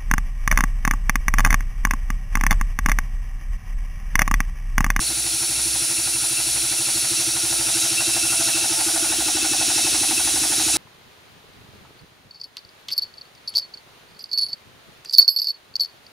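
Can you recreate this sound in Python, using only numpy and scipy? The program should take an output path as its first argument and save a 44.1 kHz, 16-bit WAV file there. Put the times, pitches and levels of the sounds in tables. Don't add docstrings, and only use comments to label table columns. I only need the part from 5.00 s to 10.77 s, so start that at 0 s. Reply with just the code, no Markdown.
import sys
import numpy as np
from scipy import signal
from scipy.fft import rfft, irfft, next_fast_len
from scipy.io import wavfile
from scipy.ndimage import uniform_filter1d

SR = 44100
rng = np.random.default_rng(int(sys.argv[2]) if len(sys.argv) > 2 else 0)


def how_loud(loudness_db):
    steps = np.asarray(loudness_db, float) / 20
    return 10 ** steps


def file_out(sig):
    cols = np.atleast_2d(sig).T
    lim = np.clip(cols, -1, 1)
    pcm = np.round(lim * 32767).astype(np.int16)
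    wavfile.write(sys.argv[1], SR, pcm)


N = 254456

# (time [s], speed [turns/s])
SPEED = [(0, 6.1223), (.9, 6.2008), (1.25, 6.0893), (1.9, 6.2697), (2.7, 6.2161), (3.5, 6.3336),
         (4.1, 6.2026), (4.6, 5.9887), (5.77, 6.2298)]
FIRST_BEAT_TURN, RETURN_BEAT_TURN = .0067, .474
STROKES = {"bench": (-44.5, -45.5, 3.5, 3.5, 2, 0.1), "chimney": (-30.5, -36, 12.5, 15, 1, 0.4),
           "puff": (-36.5, -30.5, -2, -3.5, 1.5, 2.3), "knock": (-37.5, -33, 10.5, 7, 0.66, 0.5),
           "boiler": (-47.5, -45.5, 6, 4, 11.5, 1.3)}

# (time [s], distance walked [m])
WALK = [
    (0, 0),
    (2.0, .004),
    (2.5, .06),
    (3.4, .2),
    (4.3, .55),
    (5.77, .8),
]
# (time [s], closeness [0-1], facing the boiler [0-1], gain in the high jet's beam [dB])
CAMERA = [(0, 0, 0, 0), (1.5, 0.27, 0.13, 0.2), (2.25, 0.36, 0.47, 0.1), (2.5, 0.53, 0.57, 0.6),
          (3.3, 0.57, 1, 0.7), (3.7, 0.69, 0.6, 0.1), (3.95, 0.7, 0.9, 0.5), (4.4, 0.76, 0.86, -1.1),
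          (4.8, 0.94, 0.54, -0.4), (5.2, 0.83, 0.2, 0), (5.77, 0.9, 0.6, 1)]

# (frequency [Hz], delay [s], rise [s], T60 [s], level [dB])
BENCH_MODES = [(120.7, 0.0038, 0.0045, 0.12, 4), (94.5, 0.0034, 0.0089, 0.079, -7),
               (148, 0.0083, 0.0058, 0.28, -12)]
BENCH_NEAR_MODES = [(126, -.006, 0.0052, 0.061, 6.7), (88.5, -0.0038, 0.0057, 0.059, 6.1)]
CHIMNEY_MODES = [(331, -.004, 0.013, 0.125, 3), (245, -.002, 0.0079, 0.06, -12)]
CHIMNEY_NEAR_MODES = [(321.5, -.001, 0.0067, 0.039, 9), (242, -0.00086, 0.0042, 0.016, -10),
                      (324, .010, 0.0041, 0.06, -12.5)]
PUFF_MODES = [(340.2, 0.017, 0.018, 0.15, -0.5), (246, 0.0222, 0.0088, 0.062, -4.5)]
PUFF_NEAR_MODES = [(325, 0.01783, .007, 0.055, 14), (333, .034, .007, 0.037, 6.5),
                   (250, .03, 0.011, 0.1, -1)]
KNOCK_MODES = [(773, 0.021, 0.004, 0.03, 2.5), (926, .028, 0.004, 0.055, -5.5),
               (762, 0.031, 0.009, 0.06, -8), (1357, .015, 0.005, 0.05, -8)]
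KNOCK_NEAR_MODES = [(850, .020, .005, .028, 10), (780, .031, .004, .032, 6), (720, .036, .005, .04, -3),
                    (1500, .021, .004, .035, -2)]
BOILER_MODES = [(670, .016, 0.012, 0.33, -4), (609, .03, 0.0064, 0.1, -8)]

# (frequency [Hz], density [dB/Hz])
JET_SPECTRUM = [(4410, -10.5), (7500, -6), (8430, -6.5), (9290, 3), (9950, 3), (10700, -1.5), (13000, -19),
                (14200, -32)]
FLOW_SPECTRUM = [(1290, -63), (2200, -12.5), (2650, -5), (2950, -7), (3920, -2), (5080, -4), (5530, 0),
                 (8500, -5.5), (11000, -22), (18700, -120)]
# (frequency [Hz], density [dB/Hz])
LOWER_FAR_SPECTRUM = [(26, -36), (45, -14), (129, -11.5), (194, -12.5), (333, -1.5), (423, -12.5),
                      (704, -8), (939, -11), (1110, -20), (1340, -4), (1760, -10), (2600, -3.5),
                      (3380, -46), (5720, -120)]
LOWER_NEAR_SPECTRUM = [(26, -42), (45, -5), (114, -11), (184, -14), (322, -2), (484, -17), (753, -12),
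                       (1080, -16.5), (1390, -11), (2600, -12), (3380, -24), (5720, -120)]
# (frequency [Hz], density [dB/Hz])
AIR_SPECTRUM = [(7650, -33), (13000, -17), (13700, -11), (15100, 9), (15700, 5)]
# (frequency [Hz], density [dB/Hz])
SIDES_SPECTRUM = [(240, -54), (400, -16.5), (759, -17), (1060, -15.5), (1380, -13), (1920, -20.5),
                  (2610, -9.5), (2950, -15), (3760, -8), (4880, -13.5), (5510, -11), (7590, -19),
                  (11100, 3), (12500, -5), (15300, -27)]
AIR_DB, SIDES_DB = -45.5, -31
# (from afar [dB], gain when close [dB])
JET_DB = (-26.5, 3)
FLOW_DB = (-29, 6)
LOWER_DB = (-41, 3)
# (frequency [Hz], width [Hz], far level [dB], near level [dB])
CAVITIES = [(4026, 100, -15, -19), (4413, 70, -9.5, -19), (5570, 360, -9, -10), (3885, 195, -16.5, -12),
            (5500, 190, -16, -17.5), (10500, 170, -6, -17), (9480, 75, -22.5, -19), (11770, 61, -20.5, -32),
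            (9380, 140, -9, -18), (9760, 100, -10, -31)]
# (time [s], level [dB])
WHISTLE = [(0, -40.5), (1.9, -38), (2.45, -39.5), (2.9, -34), (3.58, -28.5), (3.7, -40), (4.2, -38),
           (4.6, -30), (5.05, -37.5), (5.3, -39), (5.77, -40.5)]
# (time [s], gain [dB])
SPURTS = [
    (.98, 6.6),
    (1.37, 10.2),
    (1.7, 3.5),
    (2.18, 7.1),
    (2.99, 6),
    (4.43, 6.2),
    (4.85, 8.1),
    (5.18, 17),
    (5.74, 9.4),
]
SPURT_S, WHISTLE_FAR_HZ, WHISTLE_NEAR_HZ = 0.024, 2700, 2631

# (centre [s], length [s], level [dB])
HUM = [(.13, .7, -41), (.66, 0.45, -40), (1.12, 0.44, -45.5), (1.55, 0.55, -44), (1.98, 0.18, -46),
       (2.3, .45, -48), (2.62, .45, -45), (3.25, .75, -48), (4.15, 0.46, -48), (4.52, 0.39, -51),
       (4.9, .4, -52), (5.35, .5, -49), (5.72, .25, -42)]
HUM_HZ, HUM_WIDTH_HZ = 62, 1.37

# (time [s], level [dB])
HANDS = [(0, -64), (2.0, -61), (2.9, -58), (3.4, -51), (3.75, -51), (4.3, -51), (4.8, -53), (5.5, -53),
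         (5.7, -49), (5.77, -61)]
# (frequency [Hz], density [dB/Hz])
GRIP_SPECTRUM = [(70, -20), (160, -5), (300, -5), (700, -12), (1200, -25)]
# (time [s], frequency [Hz], level [dB])
CREAK = [
    (3.5, 660, -70),
    (3.6, 650, -52),
    (3.72, 630, -37),
    (3.85, 570, -41),
    (3.92, 560, -70),
]
# (centre [s], length [s], level [dB])
PLATE = [
    (2.55, 0.55, -46.5),
    (2.85, .18, -46),
    (3.68, .3, -41),
    (3.81, .13, -37),
    (4.05, .5, -47),
]
PLATE_HZ = 879.5

SHED_T60_S, SHED_DB, SHED_SIDE_DB = 0.15, -7.5, -20
NEAR_ECHO_LATE = 3.5

T = np.arange(N) / SR
NEAR = np.clip(np.interp(T, *np.transpose(WALK)) / .6, 0, 1)
MOVED = np.clip(NEAR / .13, 0, 1)


def curve(table, col):
    return np.interp(T, [row[0] for row in table], [row[col] for row in table])


def unit(x):
    return x / np.sqrt(np.mean(x ** 2))


def coloured(points):
    size = next_fast_len(N)
    hz = np.maximum(np.fft.rfftfreq(size, 1 / SR), 1)
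    points_hz, points_db = np.transpose(points)
    db = np.interp(np.log(hz), np.log(points_hz), points_db, -120, -120)
    spectrum = rfft(rng.standard_normal(size)) * how_loud(db)
    return unit(irfft(spectrum, size)[:N])


def resonant(hz, width_hz):
    b, a = signal.iirpeak(hz, hz / width_hz, SR)
    once = signal.lfilter(b, a, rng.standard_normal(N))
    return unit(signal.lfilter(b, a, once))


def flicker(rate_hz, db):
    hold = int(SR / rate_hz)
    steps = np.repeat(rng.standard_normal(N // hold + 1), hold)
    smooth = uniform_filter1d(uniform_filter1d(steps, hold), hold)[:N]
    return how_loud(1.63 * db * smooth)


def surges(rows):
    return sum(how_loud(db) * np.cos(np.pi * np.clip((T - at) / length, -.5, .5)) for at, length, db in rows)


def blend(far, near, late=1):
    angle = NEAR ** late * np.pi / 2
    return np.cos(angle) * far + np.sin(angle) * near


def beats():
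    turns = np.cumsum(np.interp(T, *np.transpose(SPEED))) / SR - FIRST_BEAT_TURN
    marks = (np.arange(int(turns[-1]) + 1)[:, None] + [0, RETURN_BEAT_TURN]).ravel()
    return np.searchsorted(turns, marks[marks < turns[-1]])


def strength(part):
    forward, back, forward_gain, back_gain, facing, scatter = STROKES[part]
    at = beats()
    is_back = np.arange(len(at)) % 2
    db = np.where(is_back, back, forward)
    db = db + np.where(is_back, back_gain, forward_gain) * curve(CAMERA, 1)[at]
    return db + facing * curve(CAMERA, 2)[at] + scatter * rng.standard_normal(len(at))


def strikes(db, shape):
    train = np.zeros(N)
    train[beats()] = how_loud(db)
    lead = SR // 20
    response = shape(np.arange(-lead, SR // 2) / SR)
    return signal.fftconvolve(train, response)[lead:lead + N]


def swell(t, delay_s, rise_s, t60_s):
    t = np.maximum(t - delay_s, 0)
    return (1 - np.exp(-(t / rise_s) ** 2)) * np.exp(-np.log(1000) * t / t60_s)


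def ring(beat_db, modes):
    def shape(t):
        total = 0
        for hz, delay_s, rise_s, t60_s, db in modes:
            sine = np.sin(2 * np.pi * hz * (t - delay_s))
            total = total + how_loud(db) * swell(t, delay_s, rise_s, t60_s) * sine
        return total
    return strikes(beat_db, shape)


def burst(beat_db, delay_s, rise_s, t60_s, hz, width_hz):
    gate = strikes(beat_db, lambda t: swell(t, delay_s, rise_s, t60_s))
    return gate * resonant(hz, width_hz)


def bench_thump():
    db = strength("bench")
    return how_loud(6.5) * blend(ring(db, BENCH_MODES), ring(db, BENCH_NEAR_MODES))


def chimney_ring():
    db = strength("chimney")
    return how_loud(0.5) * blend(ring(db, CHIMNEY_MODES), ring(db, CHIMNEY_NEAR_MODES), NEAR_ECHO_LATE)


def exhaust_puff():
    db = strength("puff")
    tone = how_loud(1) * blend(ring(db, PUFF_MODES), ring(db, PUFF_NEAR_MODES), NEAR_ECHO_LATE)
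    return tone + burst(db, .003, 0.011, 0.27, 326, 43) * how_loud(-14)


def valve_knock(db):
    knock = how_loud(4.0) * blend(ring(db, KNOCK_MODES), ring(db, KNOCK_NEAR_MODES))
    return knock + burst(db, 0.017, 0.0022, 0.16, 747, 540) * how_loud(-9)


def steam_spit(db):
    return burst(db, 0.014, 0.008, 0.12, 1710, 1900) * how_loud(.6)


def boiler_ring(db):
    return how_loud(2.0) * ring(db, BOILER_MODES) + burst(db, .015, .01, .2, 668, 40) * how_loud(-7)


def boiler_breath(db):
    return burst(db, 0.0013, 0.0048, 0.28, 1407, 170) * how_loud(-4.0)


def exhaust():
    knock_db, boiler_db = strength("knock"), strength("boiler")
    deep = bench_thump() + chimney_ring() + exhaust_puff()
    deep = deep + boiler_breath(boiler_db) + steam_spit(knock_db)
    gear = valve_knock(knock_db) + boiler_ring(boiler_db)
    return deep, gear


def leak_db(levels):
    return levels[0] + levels[1] * curve(CAMERA, 1)


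def high_jet():
    db = leak_db(JET_DB) + 1.7 * curve(CAMERA, 3) + 0.14
    return coloured(JET_SPECTRUM) * how_loud(db) * flicker(12, 0.34) * flicker(4.2, .25)


def cavity_tones():
    total = 0
    for hz, width_hz, far_db, near_db in CAVITIES:
        level = how_loud(far_db + (near_db - far_db) * MOVED)
        total = total + level * resonant(hz, width_hz) * flicker(14, 1.5)
    return total


def low_leak(pressure):
    noise = blend(coloured(LOWER_FAR_SPECTRUM), coloured(LOWER_NEAR_SPECTRUM))
    return noise * how_loud(leak_db(LOWER_DB) - 1.0) * (1 + 1.05 * pressure)


def whistling_leak(pressure):
    tone = blend(resonant(WHISTLE_FAR_HZ, 78), resonant(WHISTLE_NEAR_HZ, 62)) * unit(0.043 + pressure)
    spurts_db = sum(db * np.exp(-((T - at) / SPURT_S) ** 2) for at, db in SPURTS)
    return tone * how_loud(curve(WHISTLE, 1) + spurts_db - 4.0) * flicker(12, 0.62)


def leaks():
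    pressure = strikes(0, lambda t: swell(t, -0.019, 0.015, 0.2))
    flow = how_loud(leak_db(FLOW_DB) - 1.02) * flicker(16, 0.11) * flicker(8, 0.5)
    jets = high_jet() + coloured(FLOW_SPECTRUM) * flow
    pipes = cavity_tones() * unit(.7 + pressure) * flow
    air = coloured(AIR_SPECTRUM) * how_loud(AIR_DB)
    return jets, pipes + low_leak(pressure) + whistling_leak(pressure) + air


def echoes(x, longest_s, db, count):
    walked_m, out = curve(WALK, 1), 0
    for lag, slope, sign in rng.random((count, 3)):
        delay_s = longest_s * (.1 + lag) + walked_m * (slope - .5) / 343
        out = out + np.sign(sign - .5) * np.interp(T - delay_s, T, x, left=0)
    return out * how_loud(db) / np.sqrt(count)


def side_hiss():
    wide = coloured(SIDES_SPECTRUM) * how_loud(SIDES_DB + 5.5 * curve(CAMERA, 1) - 2.0)
    wide = wide + echoes(wide, .012, -11.0, count=4)
    return wide - 0.19 * uniform_filter1d(wide, size=5)


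def shed(x, db):
    t = np.arange(SR // 2) / SR
    tail = rng.standard_normal(len(t)) * swell(t, 0.0021, 0.0019, SHED_T60_S)
    return how_loud(db) * signal.fftconvolve(x, tail / np.sqrt(np.sum(tail ** 2)))[:N]


def motor_hum():
    drift = np.cumsum(np.log(flicker(3, 8.36))) * 2 * np.pi * HUM_WIDTH_HZ / SR
    return surges(HUM) * how_loud(1.5) * np.sin(2 * np.pi * HUM_HZ * T + drift)


def hands():
    rumble = coloured(GRIP_SPECTRUM) * how_loud(curve(HANDS, 1) - 1.0) * flicker(25.33, 3)
    creak = np.sin(2 * np.pi * np.cumsum(curve(CREAK, 1) * flicker(60, 0.274)) / SR)
    return rumble + creak * how_loud(curve(CREAK, 2)) * flicker(30, 3)


def loose_plate():
    return resonant(PLATE_HZ, 16) * surges(PLATE) * how_loud(-3.5)


def scene():
    deep, gear = exhaust()
    gear = gear + loose_plate()
    jets, hiss = leaks()
    jets = (jets + echoes(jets, .016, -5.5, count=12) * (1 - 0.093 * NEAR)) * how_loud(-0.27)
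    mid = deep + gear + shed(deep + gear, SHED_DB) + jets + hiss + motor_hum()
    room = 2.8 * np.gradient(gear) + shed(gear + deep, SHED_SIDE_DB)
    side = side_hiss() + room + hands()
    side = side + 0.029 * deep + .06 * gear + 0.075 * hiss
    side = side - 0.05 * jets + 0.18 * np.gradient(jets)
    return np.array([mid + side, mid - side])


def low_pass(x):
    return signal.sosfilt(signal.butter(12, 15830, fs=SR, output="sos"), x)


def record(dry):
    low_cut = signal.butter(2, 45, "high", fs=SR, output="sos")
    top_cut = signal.ellip(10, .3, 70, 15760, fs=SR, output="sos")
    mix = signal.sosfilt(top_cut, signal.sosfilt(low_cut, dry))
    return low_pass(mix)


dry = scene()
out = record(dry)
file_out(out)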